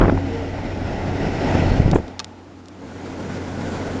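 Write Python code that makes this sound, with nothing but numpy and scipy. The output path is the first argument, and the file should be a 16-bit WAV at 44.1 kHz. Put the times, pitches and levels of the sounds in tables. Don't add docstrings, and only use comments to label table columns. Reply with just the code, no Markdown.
import sys
import numpy as np
from scipy import signal
from scipy.fft import rfft, irfft
from scipy.io import wavfile
from scipy.ndimage import uniform_filter1d

SR = 44100
rng = np.random.default_rng(int(sys.argv[2]) if len(sys.argv) > 2 else 0)


def materialize(psi):
    bounded = np.clip(np.atleast_2d(psi).T, -1, 1)
    quanta = np.round(bounded * 32767).astype(np.int16)
    wavfile.write(sys.argv[1], SR, quanta)


N = 176400
T = np.arange(N) / SR
HZ = np.fft.rfftfreq(N, 1 / SR)


def amp(db):
    return 10 ** (np.asarray(db) / 20)


def unit_rms(x):
    return x / np.sqrt(np.mean(x ** 2) + 1e-20)


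def curve(table, column=1):
    columns = np.transpose(table)
    return np.interp(T, columns[0], columns[column])


def noise(gain, n=N):
    return unit_rms(irfft(rfft(rng.standard_normal(n)) * gain, n))


def drift(hz):
    return noise(np.exp(-(HZ / hz) ** 2))


def add(mix, start_s, sound):
    part = mix[max(round(start_s * SR), 0):][:len(sound)]
    part += sound[:len(part)]


def turbulence(colour, patch_hz=400, patch_s=0.065, patch_db=1, flutter_db=0.79):
    hz, db = np.transpose(colour)
    air = noise(amp(np.interp(np.log(HZ + 1), np.log(hz), db)) * HZ ** 2 / (HZ ** 2 + 20 ** 2))
    spectra = signal.stft(air, nperseg=512, noverlap=384)[2]
    patches = uniform_filter1d(rng.standard_normal(spectra.shape), round(patch_hz * 512 / SR), axis=0)
    patches = unit_rms(uniform_filter1d(patches, round(patch_s * SR / 128), axis=1))
    air = signal.istft(spectra * amp(patch_db * patches), nperseg=512, noverlap=384)[1][:N]
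    return unit_rms(air * amp(flutter_db * drift(hz=25.7)))


# frequency_hz, relative_density_db
FRONT_SPECTRUM = [(25, -27.5), (120, -9), (210, -5), (290, -4), (400, -9), (530, -10.5), (700, -10),
                  (880, -13.5), (1040, -24), (1230, -24.5), (1420, -19.5), (1750, -25), (1960, -19),
                  (2200, -24.5), (2600, -26.5), (3300, -32), (4800, -36.5), (5400, -34), (5900, -39.5),
                  (7400, -44)]
BACK_SPECTRUM = [(25, -1.5), (60, -18), (130, -5.5), (270, -1.5), (350, -7.5), (520, -8), (620, -12.5),
                 (900, -15), (1210, -23), (1470, -17.5), (1730, -23.5), (2000, -23), (3000, -30.5),
                 (5000, -33.5), (7400, -36.5)]
ROOM_SPECTRUM = [(25, -13), (65, -11), (130, -14), (200, -4.5), (300, 0.5), (400, -11), (740, -16),
                 (870, -12.5), (990, -18.5), (1400, -19.5), (1900, -25.5), (4000, -31.5), (7400, -37)]
# time_s, level_db
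FRONT_LEVEL = [(0, -30), (.3, -29), (.85, -28.5), (1.58, -20.5), (1.76, -22), (1.9, -28), (2.05, -37),
               (2.35, -47), (2.6, -56)]
BACK_LEVEL = [(2.4, -67), (2.74, -51), (2.85, -36.5), (3.1, -32), (3.38, -28), (3.55, -29), (3.76, -26),
              (4, -27)]

def whoosh(room_db=-42):
    front = turbulence(FRONT_SPECTRUM) * amp(curve(FRONT_LEVEL))
    back = turbulence(BACK_SPECTRUM) * amp(curve(BACK_LEVEL))
    return front + back + turbulence(ROOM_SPECTRUM) * amp(room_db)


# time_s, level_db
HUM_LEVEL = [(0, -23.5), (.15, -24.5), (.55, -35.5), (1.1, -30), (1.42, -34.5), (1.66, -23), (1.95, -42.5),
             (2.35, -48.5), (2.75, -49), (3.08, -40), (3.55, -35), (4, -35)]
# harmonic_number, relative_level_db, fluctuation_db
HUM_HARMONICS = [(1, 1, .5), (3, -9.5, 5.5), (5, -17.5, 6)]

def blade_hum(blade_hz=91.93, waver_hz=0.35):
    cycles = np.cumsum(blade_hz + waver_hz * drift(hz=2.75)) / SR
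    tone = sum(amp(db + fluctuation_db * drift(hz=5.8)) * np.sin(2 * np.pi * harmonic * cycles)
               for harmonic, db, fluctuation_db in HUM_HARMONICS)
    return np.sqrt(2) * tone * amp(curve(HUM_LEVEL))


# time_s, level_db, upper_edge_hz
WIND = [(0, -12, 860), (.1, -20, 770), (.15, -20, 410), (.26, -33.5, 269), (.9, -31.5, 209),
        (1.1, -30.5, 228), (1.56, -26, 250), (1.8, -18.5, 194), (1.9, -16, 210), (1.96, -17, 500),
        (2.0, -23.5, 379), (2.08, -47, 204), (2.3, -72, 149)]

def draught(slope_db_per_octave=-3, low_cut_hz=24, lump_db=2.5):
    edge_hz = curve(WIND, column=2)
    low_cut = HZ ** 2 / (HZ ** 2 + low_cut_hz ** 2)
    rumble, power = 0, 0
    for hz in 31.25 * 2 ** np.arange(8):
        octaves_off = np.clip(np.log2((HZ + 1) / hz), -1, 1)
        gain = np.sqrt(hz) * amp(slope_db_per_octave * np.log2(hz)) / (1 + (hz / edge_hz) ** 3.1)
        rumble += gain * noise(np.cos(np.pi / 2 * octaves_off) * low_cut)
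        power += gain ** 2
    lumps = amp(lump_db * drift(hz=90))
    return unit_rms(rumble / np.sqrt(power) * lumps) * amp(curve(WIND))


# centre_s, level_db, half_width_s, polarity (+1 push, -1 pull)
EDDIES = [(.0065, -4, 0.0006, 1), (0.013, 2, 0.00052, -1), (0.0299, -9.5, 0.00038, 1),
          (0.0473, -5.5, 0.00042, 1), (0.0557, -5, 0.00033, 1), (0.082, -3.5, 0.00048, -1),
          (0.0969, 0, 0.00051, 1), (0.175, -14, 0.00015, 1), (1.081, -18, 0.0018, 1),
          (1.246, -11, 0.0011, 1), (1.55, -10, 0.0014, -1), (1.553, -2.5, 0.00089, 1),
          (1.6236, -4, 0.00079, -1), (1.7184, -5, 0.0012, 1), (1.8028, -3.5, 0.0012, 1),
          (1.8606, 2.5, 0.0023, -1), (1.880, -10.5, 0.00064, -1), (1.9311, -2, 0.00076, 1),
          (1.9329, -1.5, 0.0008, -1), (1.9378, -3.5, 0.00072, 1), (1.9574, 0.5, 0.00065, 1),
          (1.9601, -0.5, 0.00055, 1), (1.985, -11, 0.00058, 1)]

def eddy_thumps(puff_db=-11, puff_s=0.0028):
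    out, t = np.zeros(N), np.arange(-SR // 20, SR // 20) / SR
    hz = np.fft.rfftfreq(len(t), 1 / SR)
    for centre_s, db, half_width_s, polarity in EDDIES:
        widths = t / half_width_s
        bump = (1 + widths ** 2 / 2) ** -2
        rebound = 0.17 * np.exp(-(widths / 2.3) ** 2 / 2)
        fineness = hz * half_width_s / 0.27
        top_hz = 3900 * amp(db / 2)
        spectrum = fineness ** 0.5 / (1 + fineness ** 2.53) / (1 + (hz / top_hz) ** 10)
        puff = amp(puff_db) * noise(spectrum, len(t)) * np.exp(-(t / puff_s - .5) ** 2)
        thump = amp(db) * (polarity * (bump - rebound) + puff)
        add(out, centre_s + t[0], thump[t + centre_s >= 0])
    return out


# centre_s, half_length_s, pitch_hz, half_width_hz, level_db
AIR_RESONANCES = [(1.7, 0.091, 4340, 110, -49), (2.15, 0.35, 857, 45, -51.5), (3.8, 0.17, 1460, 28, -44.5)]

def openings():
    out = np.zeros(N)
    for centre_s, half_length_s, hz, half_width_hz, db in AIR_RESONANCES:
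        note = noise(1 / (1 + ((HZ - hz) / half_width_hz) ** 2))
        out += amp(db) * note * np.exp(-((T - centre_s) / half_length_s) ** 2)
    return out


# start_s, peak_db, tilt_db_per_octave, ring_time_ratio
SNAPS = [(1.9142, -15.5, 3, 1.1), (2.0808, -31, -2, 0.87), (2.1936, -10.5, 0, 1.8),
         (2.2003, -13.5, -3, 1.5), (2.245, -14.5, 7, 0.66), (2.6577, -35, 4, 1.2), (2.6845, -28, 12, 0.7)]
# frequency_hz, relative_level_db, base_t60_s
PLASTIC_MODES = [(880, -12, 0.014), (1170, -10, 0.017), (1590, -12.5, 0.014), (2580, -14, 0.022),
                 (3820, -4, 0.0099), (4470, 8, 0.0026), (5090, 1.5, 0.0048), (5600, -4, .005),
                 (6630, -3.5, 0.005), (8770, -7.5, 0.0063)]

def plastic_clicks(lag_cycles=0.48, swell_cycles=0.27, scatter_db=-9.5, scatter_base_t60_s=0.028):
    out, t = np.zeros(N), np.arange(SR // 10) / SR
    for start_s, peak_db, tilt, ring in SNAPS:
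        snap = 0
        for hz, mode_db, t60 in PLASTIC_MODES:
            age = np.maximum(t - lag_cycles / hz, 0)
            swell = 1 - np.exp(-age * hz / swell_cycles)
            decay = amp(mode_db + tilt * np.log2(hz / 4000) - 60 * age / (t60 * ring))
            snap += decay * swell * np.sin(2 * np.pi * hz * age)
        snap = amp(peak_db) * snap / abs(snap).max()
        echoes = rng.standard_normal(len(t)) * amp(-60 * t / (scatter_base_t60_s * ring))
        scattered = signal.fftconvolve(snap, echoes / np.linalg.norm(echoes))[:len(t)]
        add(out, start_s, snap + amp(scatter_db) * scattered)
    return out


def skin_rub(start_s=1.945, decay_s=0.021, centre_hz=8160, level_db=-37.5):
    hiss = noise(np.exp(-2 * np.log2((HZ + 1) / centre_hz) ** 2))
    return amp(level_db) * hiss * (T > start_s) * np.exp(-abs(T - start_s) / decay_s)


def scene():
    fan = whoosh() + blade_hum() + openings()
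    return (fan + draught() + eddy_thumps() + plastic_clicks() + skin_rub())[None]


def record(dry, ceiling=0.85, shelf_hz=7560, shelf_db=-13.5, cutoff_hz=9600):
    rounded = dry / (1 + (dry / ceiling) ** 6) ** (1 / 6)
    below_shelf = signal.oaconvolve(rounded, signal.firwin(255, shelf_hz, fs=SR)[None], "same")
    dulled = below_shelf + amp(shelf_db) * (rounded - below_shelf)
    low_pass = signal.firwin(161, cutoff_hz, window=("kaiser", 9), fs=SR)
    return signal.oaconvolve(dulled, low_pass[None], "same")


dry = scene()
out = record(dry)
materialize(out)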